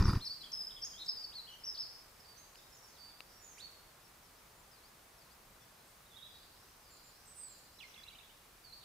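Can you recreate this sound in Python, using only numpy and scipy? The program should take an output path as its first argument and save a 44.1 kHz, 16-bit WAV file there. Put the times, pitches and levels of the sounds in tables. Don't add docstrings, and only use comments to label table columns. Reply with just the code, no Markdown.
import sys
import numpy as np
from scipy import signal
from scipy.fft import rfft, irfft
from scipy.io import wavfile

SR = 44100
rng = np.random.default_rng(int(sys.argv[2]) if len(sys.argv) > 2 else 0)


def linear_from_db(decibels):
    return 10 ** (np.asarray(decibels, float) / 20)


def store_wav(level_fs):
    pcm = np.round(np.clip(np.atleast_2d(level_fs), -1, 1) * 32767)
    wavfile.write(sys.argv[1], SR, pcm.T.astype(np.int16))


N = 389844

# t/s, depth/dB, width/ms
WING_BEATS = [
    (.0092, -15, 4.2),
    (0.03, -26, 6),
    (.0381, -38, 5.5),
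    (0.058, -19.5, 3.9),
    (0.086, -15.5, 3.8),
    (0.096, -22.5, 2.6),
    (0.105, -27, 9.1),
    (.136, -21.5, 2.55),
    (0.1635, -21.5, 4.2),
    (0.1729, -24.5, 2.4),
]
# f/Hz, density/dB
CHURN_SPECTRUM = [(25, 2.5), (60, -5.5), (160, -4.5), (250, -7.5), (380, -10), (600, -67)]
# f/Hz, density/dB
RUSH_SPECTRUM = [(290, -7.5), (500, 0.5), (786, -32), (886, -1), (1140, 4), (2160, -15), (2370, -9),
                 (3170, -21), (4860, -6.5), (7050, -23), (12000, -47), (15600, -63), (22000, -120)]
# t/s, peak level/dB, ring f/Hz
FEATHER_SLAPS = [(.009, -34, 1130), (0.0242, -32, 1090), (.0248, -35.5, 4920), (.0255, -48, 1800),
                 (.055, -39, 1450), (0.0558, -38, 5160), (.08, -33, 1120), (.081, -40.5, 1840),
                 (.094, -34, 1310), (0.1, -37, 4870), (.107, -37, 1220), (0.1334, -32, 1310),
                 (0.169, -41, 1150), (.003, -40, 1180), (.0385, -45, 1300), (.063, -48, 1800),
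                 (.088, -34, 1000), (.101, -51, 2380), (.129, -43, 980), (.158, -42, 1000)]
# f/Hz, T60/s, level/dB
CROW_BANDS = [(903, 0.16, -8), (1190, 0.051, -3), (1450, 0.026, -6), (1840, 0.035, -7.5),
              (2370, 0.046, -14.5), (2800, 0.062, -20), (3600, 0.04, -16), (3850, 0.024, -14)]
WINGS_FOLD_S, WHIRR_END_S = 0.17, 0.312
CHURN_DB, CHURN_SAG_DB_PER_S, CHURN_RELEASE_DB_PER_S = -29.5, 82, 328
RUSH_DB, RUSH_SAG_DB_PER_S, RUSH_RELEASE_DB_PER_S = -47, 38, 282
SLAP_RISE_S, SLAP_HISS_DB, CROW_ECHO_DB = 0.0012, -13.5, -48

# f/Hz, density/dB
AIR_SPECTRUM = [(15, -46), (25, 3), (129, -2), (305, -7.5), (1110, -6.5), (3000, -15), (4750, -15),
                (6730, -17), (13900, -18), (15500, -17)]
# f/Hz, side minus mid level/dB
STEREO_WIDTH = [(60, -41), (110, -32), (200, -19), (380, -6), (700, -4), (1290, -4), (2380, -3),
                (4400, -3.5), (8120, -3.5), (15000, -4)]
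RUMBLE_TOP_HZ, HUM_TOP_HZ, HISS_TOP_HZ = 340, 2200, 15770
RUMBLE_DB, HUM_DB, HISS_DB, HUM_SAG_DB_PER_S = -67.5, -65.5, -66, 0.24
EARLY_HISS_DB, EARLY_HISS_S = 2, 1
DIP_S, DIP_LENGTH_S, DIP_EDGE_S = 1.09, 0.047, 0.0095
GAP_RUMBLE_DB, GAP_HISS_DB, LATER_RUMBLE_DB = -23, -2, -2.5

# t/s, length/s, rms level/dB, low f/Hz, high f/Hz
RUSTLES = [
    (1.03, .065, -63, 5500, 8500),
    (3.572, .05, -62, 4500, 10000),
    (.045, .16, -65, 8000, 15500),
    (0, .02, -63, 9000, 15500),
    (0.1495, 0.009, -47, 1400, 6500),
]

STROKE_MANNERS = {"swell": (1.07, 9.1, 2.3, 1.2), "scoop": (0.63, 16, 2, 1.5), "hold": (0.39, 2.8, 2, 1.1),
                  "fade": (0.035, 1.9, 9.5, 1.614), "arch": (1.7, 8, 2.5, 1.24),
                  "swoop": (0.096, 2, 11.5, 1.6), "dip": (0.2, 3, 13, 1.7)}
SLUR_S, SLUR_SHARE = 0.004, 0.1
# from t/s, to t/s, swing f/Hz, rate f/Hz
PITCH_BUZZES = [
    (.995, 1.04, 240, 170),
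    (6.7, 7.7, 70, 130),
    (2.9, 3.3, 140, 140),
]
# from t/s, to t/s, overtone gain/dB, third over second overtone level/dB
VOICE_STRAINS = [
    (.068, .097, 28.5, -8),
    (.222, .3, 17, -6),
    (0.54, .655, 19, 1),
    (1.35, 1.38, 12, -5),
    (1.78, 1.82, 6, -3),
]
# t/s, length/ms, from f/Hz, goal f/Hz, rms level/dB, manner
THRUSH_SONG = [ (0, 15, 5410, 5180, -48, "fade"), (.022, 6, 6140, 4740, -43, "swell"),
               (.118, 40, 4780, 4770, -61, "fade"), (.048, 29.6, 5810, 4660, -40.5, "fade"),
               (.072, 42, 4745, 4770, -49, "hold"), (.198, 25, 2660, 4300, -50, "scoop"),
               (.222, 28, 4310, 4080, -42.5, "fade"), (.245, 10.2, 4090, 5550, -41, "swell"),
               (.256, 28, 5520, 4160, -42.5, "hold"), (.298, 49, 4400, 4780, -41, "fade"),
               (.408, 15, 4060, 4055, -46, "swell"), (.42, 4.4, 4140, 5030, -42.5, "swell"),
               (.426, 10, 3720, 3100, -53, "swell"), (.436, 12, 3100, 3480, -51, "scoop"),
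               (.455, 11, 3360, 3100, -53, "hold"), (.5185, 4.1, 4870, 6260, -44, "hold"),
               (.528, 6.6, 4950, 5340, -38.5, "scoop"), (.534, 18, 5370, 5150, -36, "swoop"),
               (.556, 58, 5200, 5080, -45, "hold"), (.606, 31, 5090, 4940, -44, "hold"),
               (.64, 15, 5040, 5150, -46, "hold"), (.67, 16, 5060, 5130, -41, "swoop"),
               (.694, 5.5, 3250, 3000, -61, "hold"), (.705, 7, 3060, 3780, -49, "scoop"),
               (.712, 12, 3770, 3070, -58, "hold"), (.762, 7.4, 3040, 3500, -50, "scoop"),
               (.769, 18, 3480, 3060, -53.5, "hold"),
               (.814, 8, 4500, 5820, -49, "swell"), (0.823, 11, 5730, 4780, -42.5, "hold"),
                      (.834, 4, 4780, 5030, -41, "hold"), (.8385, 3.6, 4980, 5430, -35, "hold"),
                      (0.843, 8, 5410, 6480, -44.5, "hold"), (.851, 14, 6450, 6700, -42.5, "fade"),
                      (.915, 58, 4840, 4830, -59, "fade"), (.915, 75, 6580, 6670, -61, "fade"),
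                      (.935, 27, 3140, 3270, -58, "hold"), (0.966, 40, 3260, 3980, -50.5, "swell"),
                      (1.003, 33, 4040, 3840, -47, "hold"), (1.06, 4.6, 3970, 5320, -43.5, "swell"),
                      (1.0655, 3.6, 5360, 4770, -46, "hold"), (1.079, 11, 4250, 5320, -34.5, "scoop"),
                      (1.089, 9.7, 5330, 5250, -34.5, "hold"), (1.102, 10, 5320, 4430, -43.5, "hold"),
                      (1.116, 5.1, 5410, 4360, -42, "swell"), (1.172, 18.5, 4780, 4710, -43.5, "hold"),
                      (1.21, 24, 4750, 4850, -49, "hold"), (1.235, 19, 4420, 4630, -41, "scoop"),
               (1.32, 32, 2534, 4360, -53, "scoop"), (1.354, 21, 4480, 4446, -47, "hold"),
                     (1.368, 35, 4340, 3994, -47, "hold"), (1.47, 26, 2870, 3330, -54.5, "arch"),
                     (1.5, 25, 3170, 2826, -57, "hold"), (1.524, 21, 2854, 3125, -53, "arch"),
                     (1.547, 17.4, 2820, 3140, -54.5, "swell"), (1.5, 60, 5870, 5930, -66.5, "hold"),
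                     (1.638, 24, 5000, 5970, -46, "hold"), (1.659, 6.3, 5930, 5900, -47, "hold"),
                     (1.665, 12, 5820, 5030, -42.5, "hold"), (1.679, 27, 5030, 5400, -40.5, "hold"),
                     (1.746, 5.6, 3640, 4650, -48, "scoop"), (1.752, 6.6, 4650, 4670, -46, "hold"),
                     (1.758, 8.8, 4600, 3100, -53, "fade"), (1.771, 10, 2955, 4770, -43, "scoop"),
                     (1.78, 20.4, 4800, 5250, -38, "swell"), (1.801, 10.3, 5390, 5240, -37.5, "hold"),
                     (1.816, 26, 5180, 4430, -44.5, "hold")]
DEEP_CALLS = [
    (1.7, 210, 5900, 5880, -72, "fade"),
    (3.14, 140, 4600, 5800, -81, "hold"),
    (2.5, 245, 6850, 6830, -82, "hold"),
    (2.57, 114, 5000, 5400, -80, "hold"),
    (2.82, 140, 5100, 4200, -77, "hold"),
    (7.86, 60, 5500, 5900, -75, "hold"),
    (1.59, 45, 5150, 5350, -68, "swell"),
]
SECOND_THRUSH_SONG = [ (2.196, 13, 5700, 4880, -59.5, "swell"),
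                      (2.24, 12, 3580, 4600, -62.5, "scoop"), (2.252, 97, 4680, 4610, -67, "hold"),
                      (2.345, 20, 4570, 4100, -68, "hold"), (2.37, 110, 4040, 3950, -80, "hold"),
                      (2.343, 80, 5480, 6500, -63.5, "scoop"),
                      (2.548, 11, 4120, 5090, -62, "swell"), (2.566, 12, 5750, 4760, -63, "hold"),
                      (2.58, 20, 3900, 3400, -70, "hold"), (2.612, 38, 3550, 3840, -72, "scoop"),
                      (2.72, 25, 5460, 5300, -66, "hold"), (2.75, 12, 6800, 6970, -65, "fade"),
                      (2.762, 28, 6970, 5680, -65, "swell"), (2.828, 52, 5560, 5370, -63.5, "fade"),
                      (2.878, 15.7, 7100, 6100, -61.5, "swell"),
                      (2.915, 15, 5100, 5000, -71, "hold"),
                      (2.963, 14, 4050, 3300, -69, "hold"), (2.985, 69, 4586, 4650, -61, "hold"),
                            (3.056, 62, 4640, 4646, -61, "fade"), (3.09, 40, 3550, 3540, -74, "hold"),
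                            (3.272, 60, 5800, 5900, -74, "fade"), (3.292, 17, 5500, 4800, -66, "hold"),
                            (3.32, 13, 3540, 5560, -76, "hold"), (3.337, 120, 5570, 5640, -70, "swoop"),
                            (3.418, 61, 6990, 6710, -62, "hold"), (3.48, 40, 6710, 6260, -62, "hold"),
                            (3.52, 42, 6250, 5530, -66, "fade"), (3.574, 24, 1850, 3400, -64, "hold"),
                            (3.598, 21, 3400, 4480, -57, "hold"), (3.619, 47, 4500, 4350, -52, "swoop"),
                            (3.58, 24, 3950, 7400, -64, "swell")]
FAR_CALLS = [ (4.01, 85, 4900, 5700, -74, "hold"), (4.57, 50, 7000, 7600, -75, "hold"),
             (4.65, 45, 4650, 4900, -80, "hold"), (5.31, 14, 4750, 4850, -72, "hold"),
             (5.598, 45, 6250, 5550, -72, "scoop"), (5.652, 45, 5250, 4450, -77, "hold"),
             (5.608, 28, 3500, 3460, -72, "hold"), (5.76, 65, 4200, 4050, -74, "scoop"),
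             (5.53, 40, 3900, 4000, -79, "hold"), (5.86, 60, 8500, 8400, -75, "hold"),
             (7.885, 28, 5850, 5850, -69, "hold"), (7.993, 50, 4960, 4900, -67, "fade"),
             (7.91, 22, 4900, 4800, -71, "hold")]
LOW_SONG = [ (6.06, 14, 3780, 3760, -71, "hold"), (6.11, 29, 3640, 3370, -71, "hold"),
            (6.145, 27, 3350, 3780, -59.5, "swell"), (6.172, 10, 3780, 3730, -62, "hold"),
            (6.178, 18, 3350, 3290, -64, "hold"), (6.194, 42, 3330, 3830, -61, "swell"),
            (6.238, 14.8, 3890, 3836, -58, "hold"), (6.258, 41, 3850, 3850, -67, "fade"),
            (6.25, 77, 3400, 3450, -72.5, "hold"), (6.335, 68, 3910, 3860, -78, "hold"),
            (6.29, 20, 4980, 4800, -76, "hold"), (8.64, 96, 4690, 4010, -62.5, "swoop"),
            (8.725, 12.4, 4000, 4500, -53.5, "swell"), (8.736, 11.4, 4560, 4520, -55, "hold"),
            (8.815, 9, 3790, 3780, -62, "hold"), (8.826, 13, 4360, 2830, -57, "swell")]
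HIGH_SONG = [ (6.905, 50, 7300, 7160, -64.5, "hold"), (6.965, 17, 7150, 6800, -63, "fade"),
             (7.035, 11, 7000, 7240, -65, "scoop"), (7.047, 61, 7230, 7150, -66, "hold"),
             (7.255, 81, 8370, 7970, -58, "swell"), (7.265, 25, 7510, 7650, -63, "scoop"),
             (7.345, 25, 7660, 7960, -61, "swell"), (7.37, 40, 8000, 7340, -59, "fade"),
             (7.348, 82, 9200, 8080, -50, "scoop"), (7.43, 56, 8100, 7970, -47, "fade"),
             (7.475, 61, 7950, 7230, -59, "hold"), (7.525, 150, 7250, 7200, -66, "fade")]
WARBLER_SONG = [ (7.789, 9.4, 3850, 4120, -58, "hold"), (7.802, 10, 3540, 2620, -53, "hold"),
                (7.812, 27, 3030, 2170, -57.5, "hold"), (7.837, 25, 2160, 2080, -53, "swoop"),
                (7.827, 7, 3230, 3530, -62, "swell"), (7.822, 14, 5000, 4320, -67, "hold"),
                (7.836, 30, 4330, 4150, -66, "hold"), (7.942, 6.4, 3360, 4040, -59, "hold"),
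                (7.958, 5.8, 2930, 3800, -62, "fade"), (7.964, 20, 2810, 2060, -57.5, "fade"),
                (7.978, 20, 3375, 3430, -55.5, "fade"), (8.003, 22, 3360, 3470, -66, "hold"),
                (8.033, 8, 3600, 4100, -52.5, "swell"), (7.877, 14, 2700, 2800, -70, "hold"),
                (7.883, 10, 2000, 2030, -71, "hold"), (8.0, 5, 1530, 2080, -60, "swell"),
                (8.022, 15, 1700, 1880, -67, "fade"),
                (8.051, 7, 2100, 2600, -67, "hold"), (8.063, 6.4, 2710, 2750, -61, "hold"),
                      (8.075, 12, 2920, 2650, -64, "hold"), (8.111, 6, 3020, 2820, -64, "hold"),
                      (8.112, 5, 4080, 3850, -68, "hold"), (8.21, 5, 2500, 2950, -65, "hold"),
                      (8.078, 13.5, 3590, 4020, -53.5, "swell"), (8.099, 11, 2590, 3310, -58.5, "arch"),
                      (8.118, 22, 2260, 2340, -61, "swell"), (8.133, 10, 3600, 4000, -58, "arch"),
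                      (8.12, 20, 4580, 4670, -65, "swell"), (8.15, 7.3, 2500, 3130, -61, "hold"),
                      (8.158, 21, 3140, 2400, -68, "fade"), (8.186, 7, 3850, 3530, -54, "hold"),
                      (8.199, 4.4, 2210, 2860, -59, "swell"), (8.231, 29, 3300, 3490, -68, "hold"),
                      (8.296, 23, 2890, 3250, -69, "hold")]
# t/s, top f/Hz, rms level/dB
VEE_CALLS = [
    (4.232, 5950, -72.5),
    (4.714, 5420, -67.5),
    (5.181, 5460, -71),
]
VEE_FALL_MS, VEE_FALL_SHARE, VEE_TURN_S = 110, 0.7, 0.12
VEE_RISE_MS, VEE_RISE_SHARE, VEE_RISE_LOSS_DB = 55, 0.76, 3
# t/s, rms level/dB, rise delay/s
DEEP_FIGURES = [
    (6.27, -74, .275),
    (6.82, -72, .295),
    (7.38, -71, 0.34),
]
# delay/s, length/ms, from f/Hz, goal f/Hz, loss/dB, manner
DEEP_FALL, DEEP_FLICK = (0, 135, 5150, 4080, 0, "hold"), (0.14, 45, 4350, 5150, 1.5, "hold")
DEEP_RISE = (0, 170, 4850, 6260, 0.34, "fade")
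DEEP_LOW = (0.131, 97, 4070, 4050, 5.2, "fade")
DEEP_RETURN_S, DEEP_RETURN_DB = 0.065, -12.5
SINGER_PERCHES = {"thrush": (1.2, 36.5, -2.5, -13, -38, 2), "high": (-5.7, 6.8, -8.5, -9, -36, 0.6),
                  "far": (8.5, 33, -4, -8, -41, 2.2), "low": (-9, 2, 5, -5, -36, 4),
                  "warbler": (-8, 6, -2, -4, -28, 2), "second thrush": (-9, 13, 3.5, -9, -34, 3),
                  "deep": (3, 25, 7, 2, -41, 3.5)}
WOOD_T60_S, FIRST_ECHO_S = 0.42, 0.0041
FAR_TREES_S, FAR_TREES_T60_S, WOOD_LEFT_RIGHT_DB = 0.12, 0.98, -0.5

# t/s, peak level/dB, ring f/Hz, left-right/dB
TWIG_SNAPS = [
    (2.556, -42, 2920, 6),
    (3.205, -30.5, 2730, 5.5),
    (3.7174, -50, 5600, 0.0),
]


def rms_one(x):
    return x / np.sqrt(np.mean(x ** 2) + 1e-20)


def drift(rate_hz):
    r = np.exp(-2 * np.pi * rate_hz / SR)
    return rms_one(signal.lfilter([1], [1, -2 * r, r * r], rng.standard_normal(N)))


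def at_hz(points, hz):
    f, level_db = np.array(points).T
    return np.interp(np.log(hz + 1), np.log(f), level_db)


def panned(x, left_right_db):
    return x * linear_from_db(np.array([[0.5], [-0.5]]) * left_right_db)


def coloured(spectrum, low_hz=0, high_hz=SR, side_db=0):
    hz = np.fft.rfftfreq(N, 1 / SR)
    shape = linear_from_db(at_hz(spectrum, hz)) * (hz > low_hz) * (hz <= high_hz)
    mid, side = rfft(rng.standard_normal((2, N))) * shape
    mid = irfft(mid, N)
    side = irfft(side * linear_from_db(at_hz(STEREO_WIDTH, hz) + side_db), N)
    return np.array([mid + side, mid - side]) / np.std(mid)


def ring(clicks, hz, t60):
    r, w = linear_from_db(-60 / (t60 * SR)), 2 * np.pi * hz / SR
    return signal.lfilter([0, np.sin(w)], [1, -2 * r * np.cos(w), r * r], clicks + 1e-18)


def wings():
    t, strokes, slaps = np.arange(N) / SR, np.zeros(N), np.zeros(N)
    for s, depth_db, width_ms in WING_BEATS:
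        u = (t[:SR] - s) / (width_ms * 0.00066)
        strokes[:SR] -= linear_from_db(depth_db) * (1 - u ** 2 / 1.37) * np.exp(-u ** 2 / 2)
    for s, slap_db, hz in FEATHER_SLAPS:
        since = np.maximum(t[:SR] - s, 0)
        clap = linear_from_db(slap_db) * since / SLAP_RISE_S * np.exp(1 - since / SLAP_RISE_S)
        strokes[:SR] += clap * np.sin(2 * np.pi * hz * since)
        slaps[:SR] += linear_from_db(SLAP_HISS_DB) * clap
    beating, folded = np.minimum(t, WINGS_FOLD_S), np.maximum(t - WINGS_FOLD_S, 0)
    churn_db = CHURN_DB - CHURN_SAG_DB_PER_S * beating - CHURN_RELEASE_DB_PER_S * folded
    rush_db = RUSH_DB - RUSH_SAG_DB_PER_S * beating - RUSH_RELEASE_DB_PER_S * folded
    churn = linear_from_db(churn_db) * coloured(CHURN_SPECTRUM, side_db=-47)
    rush = (linear_from_db(rush_db) + slaps) * coloured(RUSH_SPECTRUM, side_db=-46)
    breath = rng.standard_normal(N)
    echo = sum(linear_from_db(db) * rms_one(ring(breath, hz, t60)) for hz, t60, db in CROW_BANDS)
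    echo_db = rush_db - RUSH_DB + CROW_ECHO_DB + 3.1 * drift(66)
    over = np.clip((WHIRR_END_S - t) / 0.03, 0, 1)
    return strokes + over * (churn + rush + linear_from_db(echo_db) * echo)


def background():
    t = np.arange(N) / SR
    gap = np.clip(np.minimum(t - DIP_S, DIP_S + DIP_LENGTH_S - t) / DIP_EDGE_S, 0, 1)
    later = t > DIP_S + DIP_EDGE_S
    rumble_db = RUMBLE_DB + LATER_RUMBLE_DB * later + GAP_RUMBLE_DB * gap
    hum_db = HUM_DB - HUM_SAG_DB_PER_S * t
    hiss_db = HISS_DB + EARLY_HISS_DB * np.exp(-t / EARLY_HISS_S) + GAP_HISS_DB * gap
    rumble = linear_from_db(rumble_db) * coloured(AIR_SPECTRUM, 20, RUMBLE_TOP_HZ)
    hum = linear_from_db(hum_db) * coloured(AIR_SPECTRUM, RUMBLE_TOP_HZ, HUM_TOP_HZ)
    hiss = linear_from_db(hiss_db) * coloured(AIR_SPECTRUM, HUM_TOP_HZ, HISS_TOP_HZ)
    return rumble + hum + hiss


def rustles():
    out, t = np.zeros((2, N)), np.arange(N) / SR
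    for s, length_s, level_db, low_hz, high_hz in RUSTLES:
        swell = np.sin(np.pi * np.clip((t - s) / length_s, 0, 1))
        hiss = coloured(AIR_SPECTRUM, low_hz, high_hz, side_db=-15)
        out += linear_from_db(level_db + 0.99 * drift(60)) * swell * hiss
    return out


def songs():
    vees = []
    for s, hz, db in VEE_CALLS:
        vees.append((s, VEE_FALL_MS, hz, VEE_FALL_SHARE * hz, db, "dip"))
    for s, hz, db in VEE_CALLS:
        vees.append((s + VEE_TURN_S, VEE_RISE_MS, VEE_RISE_SHARE * hz, hz, db - VEE_RISE_LOSS_DB, "hold"))
    rounds = []
    for s, db, pause in DEEP_FIGURES:
        for wait, stroke in [(0, DEEP_FALL), (0, DEEP_LOW), (0, DEEP_FLICK), (pause, DEEP_RISE)]:
            after, ms, from_hz, goal_hz, loss_db, manner = stroke
            rounds.append((s + wait + after, ms, from_hz, goal_hz, db - loss_db, manner))
    returns = [(s + DEEP_RETURN_S, ms, from_hz, goal_hz, db + DEEP_RETURN_DB, manner)
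               for s, ms, from_hz, goal_hz, db, manner in rounds]
    return {"thrush": THRUSH_SONG,
            "deep": DEEP_CALLS + rounds + returns,
            "second thrush": SECOND_THRUSH_SONG,
            "far": FAR_CALLS + vees, "low": LOW_SONG, "high": HIGH_SONG,
            "warbler": WARBLER_SONG}


def notes(strokes):
    song, u = [], np.linspace(0, 1, num=9)
    for s, length_ms, from_hz, goal_hz, level_db, manner in strokes:
        loudest, swell_db, fade_db, ease = STROKE_MANNERS[manner]
        way = np.sin(np.pi * u) ** ease if manner == "arch" else 1 - (1 - u) ** ease
        shape_db = np.interp(u, [0, np.clip(loudest, 0, 1), 1], [-swell_db, 0, -fade_db])
        pitch = from_hz + (goal_hz - from_hz) * way
        note = np.transpose([s + u * length_ms / 1000, pitch, level_db + shape_db])
        if song:
            _, last_hz, _ = song[-1][-1]
            near_in_time = abs(s - song[-1][-1, 0]) < SLUR_S
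            if near_in_time and abs(from_hz / last_hz - 1) < SLUR_SHARE:
                before = song.pop()
                note = np.vstack([before[before[:, 0] < note[1, 0]], note[1:]])
        song.append(note)
    return song


def whistle(song, lead_us, overtone_db):
    out, unsteady = np.zeros((2, N)), 1 + 0.003 * drift(55)
    for note in song:
        s, hz, level_db = np.transpose(note)
        first, last = round((s[0] - 0.002) * SR), round((s[-1] + 0.0013) * SR)
        at = np.arange(max(first, 0), min(last, N))
        t = at / SR
        pitch = np.interp(t, s, hz) * unsteady[at]
        for start, end, swing_hz, rate_hz in PITCH_BUZZES:
            pitch += swing_hz * np.sin(2 * np.pi * rate_hz * t) * (t > start) * (t < end)
        lead_turns = pitch * lead_us / 10 ** 6 * [[0.5], [-0.5]]
        phase = 2 * np.pi * (np.cumsum(pitch) / SR + lead_turns)
        fade = np.clip(np.minimum(t - t[0], t[-1] - t) / 0.0019, 0, 1)
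        strain_db = sum(gain_db * (t > start) * (t < end) for start, end, gain_db, _ in VOICE_STRAINS)
        third_db = sum(db * (t > start) * (t < end) for start, end, _, db in VOICE_STRAINS)
        overtones = np.sin(2 * phase) + linear_from_db(third_db) * np.sin(3 * phase)
        tone = np.sin(phase) + linear_from_db(overtone_db + strain_db) * overtones
        level = np.sqrt(2) * linear_from_db(np.interp(t, s, level_db))
        out[:, at] += level * np.sin(fade * np.pi / 2) ** 2 * tone
    return out


def wood(x, far_trees_db):
    t = np.arange(SR) / SR
    far = linear_from_db(far_trees_db - 60 * t / FAR_TREES_T60_S) * np.minimum(t / FAR_TREES_S, 1) ** 2
    decay = (linear_from_db(-60 * t / WOOD_T60_S) + far) * np.clip(t / FIRST_ECHO_S - 1, 0, 1)
    cloud = rng.standard_normal((2, SR)) * decay / np.sqrt(np.sum(decay ** 2))
    leaves = signal.butter(2, 9500, fs=SR, output="sos")
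    cloud = signal.sosfilt(leaves, cloud)
    return signal.oaconvolve(x[None], cloud, axes=1)[:, :N]


def singers():
    out = np.zeros((2, N))
    for singer, strokes in songs().items():
        left_right_db, lead_us, echo_db, far_trees_db, overtone_db, shimmer_db = SINGER_PERCHES[singer]
        voice = whistle(notes(strokes), lead_us, overtone_db)
        direct = linear_from_db(shimmer_db * drift(60)) * voice
        out += panned(direct, left_right_db)
        out += panned(linear_from_db(echo_db) * wood(voice[0], far_trees_db), WOOD_LEFT_RIGHT_DB)
    return out


def twigs():
    out = np.zeros((2, N))
    for s, peak_db, hz, left_right_db in TWIG_SNAPS:
        click = np.zeros(N)
        click[round(s * SR) + 20] = -linear_from_db(peak_db - 7.0)
        snap = ring(click, hz, 0.0087)
        snap += 1.1 * ring(click, 1.48 * hz, 0.0038)
        snap += 0.33 * ring(click, 3.2 * hz, 0.002)
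        snap += 0.1 * ring(click, 0.48 * hz, 0.027)
        out += panned(snap, left_right_db)
    return out


def scene():
    return wings() + background() + rustles() + singers() + twigs()


def roll_off(x):
    return signal.sosfilt(signal.butter(12, 15775, fs=SR, output="sos"), x)


def record(dry):
    low_pass = signal.cheby2(14, 60, 1.03 * HISS_TOP_HZ, fs=SR, output="sos")
    finished = signal.sosfilt(low_pass, dry)
    return roll_off(finished)


dry = scene()
out = record(dry)
store_wav(out)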